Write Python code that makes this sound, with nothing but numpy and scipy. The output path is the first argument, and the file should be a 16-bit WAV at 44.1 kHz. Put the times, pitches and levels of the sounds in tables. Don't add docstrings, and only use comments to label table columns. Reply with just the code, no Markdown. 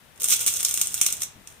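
import sys
import numpy as np
from scipy import signal
from scipy.io import wavfile

SR = 44100
rng = np.random.default_rng(int(sys.argv[2]) if len(sys.argv) > 2 else 0)


def wrap_up_sound(samples):
    columns = np.atleast_2d(samples).T
    tamed = np.clip(columns, -1, 1)
    steps = np.round(tamed * 32767).astype(np.int16)
    wavfile.write(sys.argv[1], SR, steps)


def rack_gain(trim_db):
    fader = np.asarray(trim_db, float)
    return 10 ** (fader / 20)


N = 70560

# time in seconds, relative level in dB, low modes relative to the burst in dB.
SNAPS = [(0.16, -45, -13), (0.1768, -41.5, -11), (0.2, -27, -14.5), (0.2066, -22, -13), (0.2142, -25, -17),
         (0.2193, -16, -11.5), (0.233, -14.5, -27), (0.2421, -7, -14.5), (0.2575, -16, -27),
         (0.277, -21.5, -21), (0.2855, -10, -15), (0.2936, -15, -15), (0.3004, -14, -18),
         (0.3048, -10, -16), (0.3073, -11.5, -11), (0.315, -22.5, -9), (0.3167, -13.5, -5),
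         (0.3222, -11, -28), (0.3285, -22.5, -6), (0.3331, -12, -11.5), (0.3379, -9.5, -10),
         (0.348, -19, -10), (0.3646, -15.5, -19), (0.393, -17.5, -14), (0.41, -17, -12), (0.464, -7, -14.5),
         (0.4685, -18.5, -9), (0.4731, -10.5, -13.5), (0.4788, -9, -10), (0.5251, -25, -19),
         (0.5389, -15.5, -28), (0.5642, -19, -19), (0.5696, -17, -13), (0.5895, -27, -13),
         (0.6062, -15, -13), (0.6298, -14, -13), (0.649, -4, -16), (0.6856, -19, -13), (0.6916, -17, -25),
         (0.7103, -14, -15.5), (0.7236, -24.5, -13), (0.7408, -10, -19), (0.7751, -13.5, -10),
         (0.814, -5, -13), (0.8714, -15, -17), (0.935, -25, -18), (0.9425, -10, -18.5), (0.9778, -17, -9),
         (1.0134, -2, -10), (1.0289, -17, -10), (1.0603, -24, -9), (1.064, -5.5, -10), (1.0873, -25, -2),
         (1.109, -24, -5), (1.1254, -12, -15), (1.1352, -22, -8), (1.1686, -27, -24), (1.2075, -25, -11),
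         (1.2198, -12, -10), (1.2331, -20, -6.5), (1.4735, -33.5, -2.5)]
# time in seconds, relative level in dB.
SWARM = [(.19, -75), (.2, -47), (.25, -33), (.28, -35.5), (.33, -21), (.38, -40), (.42, -27.5),
         (.45, -37.5), (.48, -25.5), (.52, -34.5), (.6, -31.5), (.85, -34.5), (.91, -40.5), (1.0, -35.5),
         (1.04, -32), (1.12, -36), (1.19, -46.5), (1.23, -32), (1.26, -75), (1.46, -66), (1.5, -53.5),
         (1.58, -65)]
# frequency in Hz, relative level in dB, 60 dB decay time in seconds.
BAR_MODES = [(899, -33.5, 0.062), (1160, -25, 0.05), (1447, -19.5, 0.029), (2284, -8, 0.0068),
             (2805, -10, 0.015), (3438, -3, 0.007), (4020, -5, 0.003), (5630, -8.5, 0.0038)]
# frequency in Hz, 60 dB decay time in seconds.
ROOM_T60 = [(1000, 0.47), (9000, 0.22), (15000, 0.12)]
# centre in Hz, width in Hz, gain in dB.
FACING = (8980, 1700, 4.56)
# centre in Hz, width in Hz, gain in dB.
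LEFT_PORT = [(8370, 4200, 13.5), (4480, 500, -2.5)]
RIGHT_PORT = [(6536, 4570, 15.5), (4650, 730, -6), (14130, 5700, 12), (9560, 320, 3.5)]
# time in seconds, relative level in dB, frequency in Hz.
BUMPS = [(1.358, -40, 123), (1.363, -46, 253), (1.379, -46, 139), (1.39, -45, 198), (1.411, -47.5, 260)]
# start in seconds, end in seconds.
TONE_SPAN = (.2, .55)
# frequency in Hz, rms level in dB.
TONE = (498, -54.5)
# frequency in Hz, relative density in dB per Hz.
HISS = [(25, -4.5), (110, 1), (300, -7), (1800, -8.5), (4000, -12.5), (5000, -19), (8000, -17),
        (15000, -19)]
# time in seconds, relative level in dB,
# left minus right in dB (level and balance both act less on the treble).
BACKGROUND = [(.15, -56, 9), (.25, -47, 1), (1.2, -49, 2), (1.35, -53.5, 7), (1.6, -53.5, 7)]


def at_hz(points, hz):
    table = np.array(points)
    return np.interp(np.log(hz), np.log(table[:, 0]), table[:, 1])


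def in_time(rows):
    s, *columns = np.transpose(rows)
    return [np.interp(np.arange(N) / SR, s, column) for column in columns]


def train(s, gains):
    out = np.zeros(N)
    np.add.at(out, (np.asarray(s) * SR).astype(int), gains)
    return out


def ring(clicks, hz, t60):
    radius = rack_gain(-60 / (t60 * SR))
    angle = 2 * np.pi * hz / SR
    return signal.lfilter([0, np.sin(angle)], [1, -2 * radius * np.cos(angle), radius * radius],
                          clicks + 1e-18)


def delay(x, s):
    return np.interp(np.arange(N) - s * SR, np.arange(N), x, left=0)


def peak(x, hz, width_hz, db):
    angle = 2 * np.pi * hz / SR
    gain = rack_gain(db / 2)
    a = np.sin(angle) * width_hz / hz / 2
    middle = -2 * np.cos(angle)
    return signal.lfilter([1 + a * gain, middle, 1 - a * gain], [1 + a / gain, middle, 1 - a / gain], x)


def bands(noise):
    edges = 22 * 2 ** np.arange(0, 9.9, .5)
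    for k, (low, high) in enumerate(zip(edges, edges[1:])):
        band = signal.butter(2, [low, high], "band", fs=SR, output="sos")
        yield np.sqrt(low * high), signal.sosfilt(band, noise[k % 2])


def bar():
    sites = 5
    slips_per_s, slip_spread_db, slip_low_db = 700, 3.5, -10
    burst_t60_s, burst_db, bright_hz, crack_db = .0008, 9.5, 4530, 9
    low_db, mode_spread_db = 12.5, 2.2
    skirt_share = 0.52
    push_db, push_hz = 14, 684

    s, db, snap_low_db = np.transpose(SNAPS)
    swarm_db, = in_time(SWARM)
    spread = slip_spread_db * np.minimum(rng.exponential(1, N), 2.5)
    slips = (rng.random(N) < slips_per_s / SR) * rack_gain(swarm_db + spread)
    site = rng.integers(0, sites, N) == np.arange(sites)[:, None]

    clicks = site * (train(s, rack_gain(db)) + slips) + 1e-18
    envelope = signal.lfilter([1], [1, -rack_gain(-60 / (burst_t60_s * SR))], clicks)
    burst = (envelope + rack_gain(crack_db) * clicks) * rng.choice([-1, 1], N)
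    bright = signal.sosfilt(signal.butter(2, bright_hz, "high", fs=SR, output="sos"), burst)

    snap_strikes = train(s, rack_gain(db + snap_low_db))
    strikes = snap_strikes + rack_gain(slip_low_db) * slips
    low = 0
    for hz, level_db, t60 in BAR_MODES:
        strength = rack_gain(level_db + mode_spread_db * rng.standard_normal(N)) * rng.choice([-1, 1], N)
        mode = ring(site * (strikes * strength), hz, t60)
        low = low + signal.lfilter(*signal.butter(2, skirt_share * hz, "high", fs=SR), mode)

    push_band = signal.butter(2, [push_hz / 4, push_hz], "band", fs=SR, output="sos")
    push = rack_gain(push_db) * signal.sosfilt(push_band, snap_strikes)
    return rack_gain(burst_db) * bright, rack_gain(low_db) * low, rack_gain(low_db) * push


def room(sites):
    room_db, room_start_s, room_cut_hz = -32, 0.0022, 1230
    early_db, early_t60_s = -26.5, 0.039
    echo_s, echo_db, echo_spread_s = 0.0015, -4, 0.0002786

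    count = len(sites)
    t = np.arange(SR // 2) / SR
    early = rack_gain(early_db - 60 * t / early_t60_s)
    tail = 0
    for hz, band in bands(rng.standard_normal((2, 2, count, len(t)))):
        tail = tail + band * (rack_gain(room_db - 60 * t / at_hz(ROOM_T60, hz)) + early)
    tail = tail * np.clip(t / room_start_s, 0, 1)
    tail = signal.lfilter(*signal.butter(1, room_cut_hz, "high", fs=SR), tail)
    wet = signal.fftconvolve(sites[None], tail, axes=2)[..., :N].sum(axis=1)

    lags = echo_s + echo_spread_s * rng.uniform(-0.91, 1, (2, count))
    echoes = np.array([sum(map(delay, sites, row)) for row in lags])
    return wet + rack_gain(echo_db) * echoes


def fingers():
    bump_t60_s, cut_hz = 0.043, 430
    bumps = sum(ring(train([s], rack_gain(db)), hz, bump_t60_s) for s, db, hz in BUMPS)
    return signal.lfilter(*signal.butter(2, cut_hz, fs=SR), bumps) * rack_gain(np.array([[2.5], [-2.5]]))


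def tone():
    (start, end), (hz, db) = TONE_SPAN, TONE
    t = np.arange(N) / SR
    active = (t > start) & (t < end)
    sound = ring(rng.standard_normal(N) * active, hz, .25)
    return rack_gain(db) * sound / np.std(sound[active]) * [[0], [1]]


def background():
    hiss_db, treble_follows = 1.5, 0.58
    low_alike, alike_hz = 0.6, 497
    db, pan_db = in_time(BACKGROUND)
    swell_db = db - db[-1] + pan_db * [[.5], [-.5]]
    out = 0
    for hz, (mid, side) in bands(rng.standard_normal((2, 2, N))):
        alike = np.clip(low_alike / (1 + hz / alike_hz), 0, 1)
        follows = treble_follows + (1 - treble_follows) / (1 + (hz / 2000) ** 2)
        gain = rack_gain(at_hz(HISS, hz) + follows * swell_db)
        out = out + gain * (np.sqrt(1 + alike) * mid + np.sqrt(1 - alike) * side * [[1], [-1]])
    return out * rack_gain(BACKGROUND[-1][1] + hiss_db) / np.std(out[:, -SR // 10:])


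def scene():
    left_lag_s, left_db, level_db = .0001, 2.5, -15.5
    bright, low, push = bar()
    direct = peak(bright.sum(axis=0), *FACING)
    both = np.array([delay(direct, left_lag_s), direct])
    left, right = both + low.sum(axis=0) + push + room(bright + low)
    for row in LEFT_PORT:
        left = peak(left, *row)
    for row in RIGHT_PORT:
        right = peak(right, *row)
    coloured = rack_gain(level_db) * np.array([rack_gain(left_db) * left, right])
    return coloured + background() + fingers() + tone()


def low_pass(x):
    return signal.sosfilt(signal.butter(12, 16640, fs=SR, output="sos"), x)


def record(dry):
    rounded = .78 * np.tanh(dry / .78)
    cut = signal.sosfilt(signal.cheby2(14, 70, 16400, fs=SR, output="sos"), rounded)
    return low_pass(cut)


dry = scene()
out = record(dry)
wrap_up_sound(out)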